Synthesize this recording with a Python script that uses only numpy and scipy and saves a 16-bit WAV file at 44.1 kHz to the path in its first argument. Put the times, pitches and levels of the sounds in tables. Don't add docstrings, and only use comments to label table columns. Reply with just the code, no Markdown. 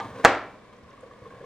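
import sys
import numpy as np
from scipy import signal
from scipy.fft import rfft, irfft, next_fast_len
from scipy.io import wavfile
from scipy.ndimage import map_coordinates

SR = 44100
rng = np.random.default_rng(int(sys.argv[2]) if len(sys.argv) > 2 else 0)


def transcribe(signal):
    frames = np.atleast_2d(signal).T
    limited = np.clip(frames, -1, 1)
    pcm = np.round(limited * 32767).astype(np.int16)
    wavfile.write(sys.argv[1], SR, pcm)


N = 63945

# frequency in Hz, relative density in dB per Hz.
AIR_SPECTRUM = [(20, -8), (60, -3), (120, -2), (230, -2), (480, -3), (850, -15), (1060, -8), (1450, -15),
                (2200, -16), (5000, -29.5), (10000, -44), (16000, -68)]
# frequency in Hz, side gain in dB.
AIR_SIDE_GAIN = [(30, -13), (120, -11.5), (500, -3.5), (2000, -3), (8000, 6)]
# frequency in Hz, rms level in dB.
HUM_TONES = [(60, -69), (122, -64.5)]
AIR_DB = -57.5

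# frequency in Hz, decay time t60 in s.
ROOM_DECAY = [(100, .45), (500, .48), (1500, .45), (4000, .39), (8000, .29), (14000, .18)]
# frequency in Hz, side gain in dB.
ROOM_SIDE_GAIN = [(100, -20), (300, -20), (1000, -23), (2000, -22.5), (4000, -4), (10000, -2)]
ROOM_BUILD_S = 0.00061
POT_WET_DB, RING_WET_DB, BOARD_WET_DB = -5, -42, -9

# start in seconds, level in dB.
HAND_BUMPS = [(.012, -40.5), (.054, -36.5), (.095, -36.5), (.135, -41), (.272, -33), (.385, -43.5),
              (.83, -46), (1.22, -47), (1.27, -50), (1.335, -45.5), (1.41, -45)]
# frequency in Hz, relative gain in dB.
BUMP_SPECTRUM = [(30, -18), (70, -7), (115, 8.5), (170, -11.5), (330, -15), (700, -21), (3000, -48.5)]
BUMP_T60_S, BUMP_ATTACK_S = 0.11, 0.0029

# start in seconds, level in dB, pitch in Hz.
WET_TICKS = [(.006, -37.5, 3200), (.583, -67, 4900), (0.765, -60.5, 5266), (.834, -63.5, 4800),
             (.904, -58, 5160), (.911, -55, 3000), (0.914, -48.5, 1700), (1.006, -56, 8000)]
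TICK_T60_S, TICK_ATTACK_S, TICK_WIDTH_OCT = 0.03, 0.00081, 0.25

# centre in Hz, width in Hz, relative gain in dB.
BOARD_RESONANCES = [(109, 41, -6.5), (228, 154, -1.5), (493, 243, -3), (665, 160, -9), (870, 1600, -16.5),
                    (1065, 165, -2.5), (1670, 480, -14), (2210, 310, -17), (3400, 1920, -26),
                    (6330, 8700, -35)]
# time in seconds, drive level in dB.
SLIDE_LEVEL = [(0, -37), (.07, -43.5), (.16, -43), (.23, -40), (0.352, -47), (0.599, -54.5), (0.719, -53),
               (.8, -55), (.95, -53.5), (1.1, -52.5), (1.2, -53.5), (1.32, -50), (1.45, -50)]
# start in seconds, level in dB before TUMBLE_DB, pitch in Hz.
TUMBLING_PIECES = [(.001, -31.5, 807), (.005, -29.5, 1206), (.012, -29, 912), (0.021, -35, 767),
                   (0.055, -35, 293), (0.137, -48, 986), (0.196, -31.5, 445), (0.199, -36.5, 1082),
                   (.847, -48, 1120), (0.888, -46, 1054), (0.939, -48, 1065), (0.977, -47, 1130),
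                   (1.031, -39.5, 525), (1.04, -49, 1116), (1.062, -41, 473), (1.11, -44.5, 1140),
                   (1.111, -53, 1712), (1.157, -49.5, 1050), (1.218, -43, 500), (1.254, -42, 1106),
                   (1.262, -40, 453), (1.2651, -44, 1080), (1.304, -49.5, 1608), (1.323, -46, 1070),
                   (1.336, -42.5, 490), (1.344, -52.5, 1670), (1.404, -51, 1690), (1.405, -40.5, 437),
                   (1.412, -38.5, 543), (1.426, -41, 403), (1.435, -38.5, 476), (1.44, -44.5, 1096)]
SLIP_SPREAD, SLIP_CLUMP_DB, SLIP_CLUMPS_PER_S = 0.5, 2.2, 75
TUMBLE_DB, TUMBLE_T60_S, TUMBLE_ATTACK_S = 4.5, 0.052, 0.0016
TUMBLE_RUB_DB = -20.5

# frequency in Hz, relative level in dB, t60 in s.
STOVE_MODES = [(280.7, -28, 0.48), (486, -29.5, 0.41), (624.4, -27.5, 0.54), (655, -39.5, 0.52),
               (785.4, -28.5, 0.48), (1019, -37.5, 0.75), (1095, -28, 0.12), (1352, -25, 0.44),
               (1578, -41, 0.45), (2310, -45, 0.88)]
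# frequency in Hz, relative gain in dB.
POT_RADIATION = [(60, -29), (180, -21), (290, -6), (620, -1), (900, -1.5), (1400, -3), (2000, -6.5),
                 (2900, -14.5), (4200, -21), (8000, -33), (9500, -46), (15000, -66)]
RADIATED_DB = 31.5

# start in seconds, level in dB, sharp crack in dB relative to that level.
POT_CONTACTS = [(.001, -29, -6), (0.2427, -22, 1), (0.2487, 0, 22), (0.2548, -15, -3), (0.2576, -15, 22),
                (.2662, -21, 16), (.2805, -26.5, 6), (.349, -31.5, -6)]
# frequency in Hz, relative level in dB, t60 in s.
POT_MODES = [(358, -19, 0.057), (495, -9.5, 0.066), (690, -11.5, 0.064), (733, -7.5, 0.11), (836, 3, 0.028),
             (980, 2.8, 0.019), (1151, -8, .07), (1272, -1, 0.028), (1567, 1.5, 0.025), (1691, -5, 0.05),
             (1782, 0, 0.017), (1977, -5, 0.036), (2240, -11, 0.025), (2710, -18, 0.072)]
# frequency in Hz, gain in dB.
CONTACT_SPECTRUM = [(30, -14), (120, -13), (500, -4), (1800, 0), (3000, -3.5), (5000, -1.5), (8000, -8.5),
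                    (9200, -24), (12000, -33), (16000, -58)]
POT_ATTACK_S = 0.0004
SPATTER_DB, SPATTER_T60_S = -3.5, 0.021
THUMP_DB, THUMP_S = -7, 0.0008

POT_LEAD_MS, BOARD_LEAD_MS = -0.02, 0.04
CLIP_TOP, TOP_HZ = 1.0, 16200


def amp(db):
    return 10 ** (np.asarray(db) / 20)


def unit(x):
    return x / np.sqrt(np.mean(x ** 2) + 1e-20)


def along(points, hz):
    f, value = np.transpose(points)
    return np.interp(np.log(hz + 1), np.log(f + 1), value)


def since(s):
    return np.maximum(np.arange(N) / SR - s, 0)


def fade(t, t60):
    return (t >= 0) * np.exp(-np.log(1000) * np.maximum(t, 0) / t60)


def bursts(events, t60, attack):
    envelope = np.zeros(N)
    for s, db in events:
        t = since(s)
        envelope += amp(db) * fade(t, t60) * (1 - np.exp(-t / attack))
    return envelope


def ring(modes, t):
    return sum(amp(db) * fade(t, t60) * np.sin(2 * np.pi * hz * t) for hz, db, t60 in modes)


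def filtered(x, response):
    m = 2 * next_fast_len(N // 2 + SR // 8, True)
    hz = np.fft.rfftfreq(m, 1 / SR)
    return irfft(rfft(x, m) * response(hz), m)[..., :N]


def causal(gain):
    cepstrum = irfft(np.log(gain + 1e-6))
    half = len(cepstrum) // 2
    folded = np.concatenate([cepstrum[:1], 2 * cepstrum[1:half], np.zeros(half)])
    return np.exp(rfft(folded))


def coloured(x, points):
    return filtered(x, lambda hz: causal(amp(along(points, hz))))


def ports(x, lead_ms):
    halves = np.array([[1], [-1]])
    return filtered(x, lambda hz: np.exp(1j * np.pi * hz * lead_ms / 1000 * halves))


def background():
    t = np.arange(N) / SR
    mid, side = unit(coloured(rng.standard_normal((2, N)), AIR_SPECTRUM))
    side = coloured(side, AIR_SIDE_GAIN)
    hum = sum(np.sqrt(2) * amp(db) * np.sin(2 * np.pi * (hz * t + rng.random())) for hz, db in HUM_TONES)
    return amp(AIR_DB) * np.array([mid + side, mid - side]) + hum


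def kitchen(x):
    hz, t, bins = signal.stft(rng.standard_normal((2, N)), SR, nperseg=256)
    decay = fade(t, along(ROOM_DECAY, hz)[:, None])
    build = 1 - np.exp(-t / ROOM_BUILD_S)
    tail = signal.istft(bins * decay * build, SR)[1][:, :N]
    tail = tail / np.linalg.norm(tail[0])
    mid, side = signal.fftconvolve(x[None], tail, axes=1)[:, :N]
    side = coloured(side, ROOM_SIDE_GAIN)
    return np.array([mid + side, mid - side])


def hand():
    thud = unit(coloured(rng.standard_normal(N), BUMP_SPECTRUM))
    return bursts(HAND_BUMPS, BUMP_T60_S, BUMP_ATTACK_S) * thud


def ticks():
    out = np.zeros(N)
    for s, db, pitch in WET_TICKS:
        def band(hz):
            return np.exp(-0.5 * (np.log2((hz + 1) / pitch) / TICK_WIDTH_OCT) ** 2)
        fizz = unit(filtered(rng.standard_normal(N), band))
        out += bursts([(s, db)], TICK_T60_S, TICK_ATTACK_S) * fizz
    return out


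def board_response(hz):
    power = np.zeros(len(hz))
    for centre, width, db in BOARD_RESONANCES:
        damping = (hz * width) ** 2
        peak = damping / ((centre ** 2 - hz ** 2) ** 2 + damping)
        power += (amp(db) * peak) ** 2
    return causal(unit(np.sqrt(power)))


def board():
    t = np.arange(N) / SR
    knots = rng.standard_normal(int(t[-1] * SLIP_CLUMPS_PER_S) + 2)
    clumps = map_coordinates(knots, [t * SLIP_CLUMPS_PER_S])
    spread = np.exp(SLIP_SPREAD * rng.standard_normal(N))
    slips = unit(rng.standard_normal(N) * spread * amp(SLIP_CLUMP_DB * clumps))
    force = slips * amp(np.interp(t, *np.transpose(SLIDE_LEVEL)))
    blips = np.zeros(N)
    for s, db, hz in TUMBLING_PIECES:
        touch = bursts([(s, db + TUMBLE_DB)], TUMBLE_T60_S, TUMBLE_ATTACK_S)
        blips += touch * np.sin(2 * np.pi * hz * since(s))
        force += amp(TUMBLE_RUB_DB) * touch * rng.standard_normal(N)
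    return filtered(force, board_response) + blips


def hardest_blow():
    return max(POT_CONTACTS, key=lambda row: row[1])


def stove():
    s, db, _ = hardest_blow()
    return amp(db) * ring(STOVE_MODES, since(s))


def pot_radiation():
    s, db, _ = hardest_blow()
    blow = np.zeros(N)
    blow[round(s * SR)] = amp(db + RADIATED_DB)
    return coloured(blow, POT_RADIATION)


def pot():
    body, contact = np.zeros(N), np.zeros(N)
    for s, db, crack_db in POT_CONTACTS:
        t = since(s)
        body += amp(db) * ring(POT_MODES, t) * (1 - np.exp(-t / POT_ATTACK_S))
        body -= amp(db + THUMP_DB) * t / THUMP_S * np.exp(-t / THUMP_S)
        spatter = (t > 0) * fade(t, SPATTER_T60_S) * rng.standard_normal(N)
        contact += amp(db + SPATTER_DB) * spatter
        contact[round(s * SR)] += amp(db + crack_db)
    return body + coloured(contact, CONTACT_SPECTRUM)


def scene():
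    knock = pot() + stove()
    rustle = board() + hand() + ticks()
    into_room = amp(POT_WET_DB) * pot_radiation() + amp(RING_WET_DB) * knock
    pot_sound = ports(knock, POT_LEAD_MS) + kitchen(into_room)
    board_echo = amp(BOARD_WET_DB) * kitchen(rustle)
    return pot_sound + ports(rustle + background(), BOARD_LEAD_MS) + board_echo


def record(dry):
    clipped = dry / (1 + abs(dry / CLIP_TOP) ** 6) ** (1 / 6)
    return filtered(clipped, lambda hz: hz < TOP_HZ)


dry = scene()
out = record(dry)
transcribe(out)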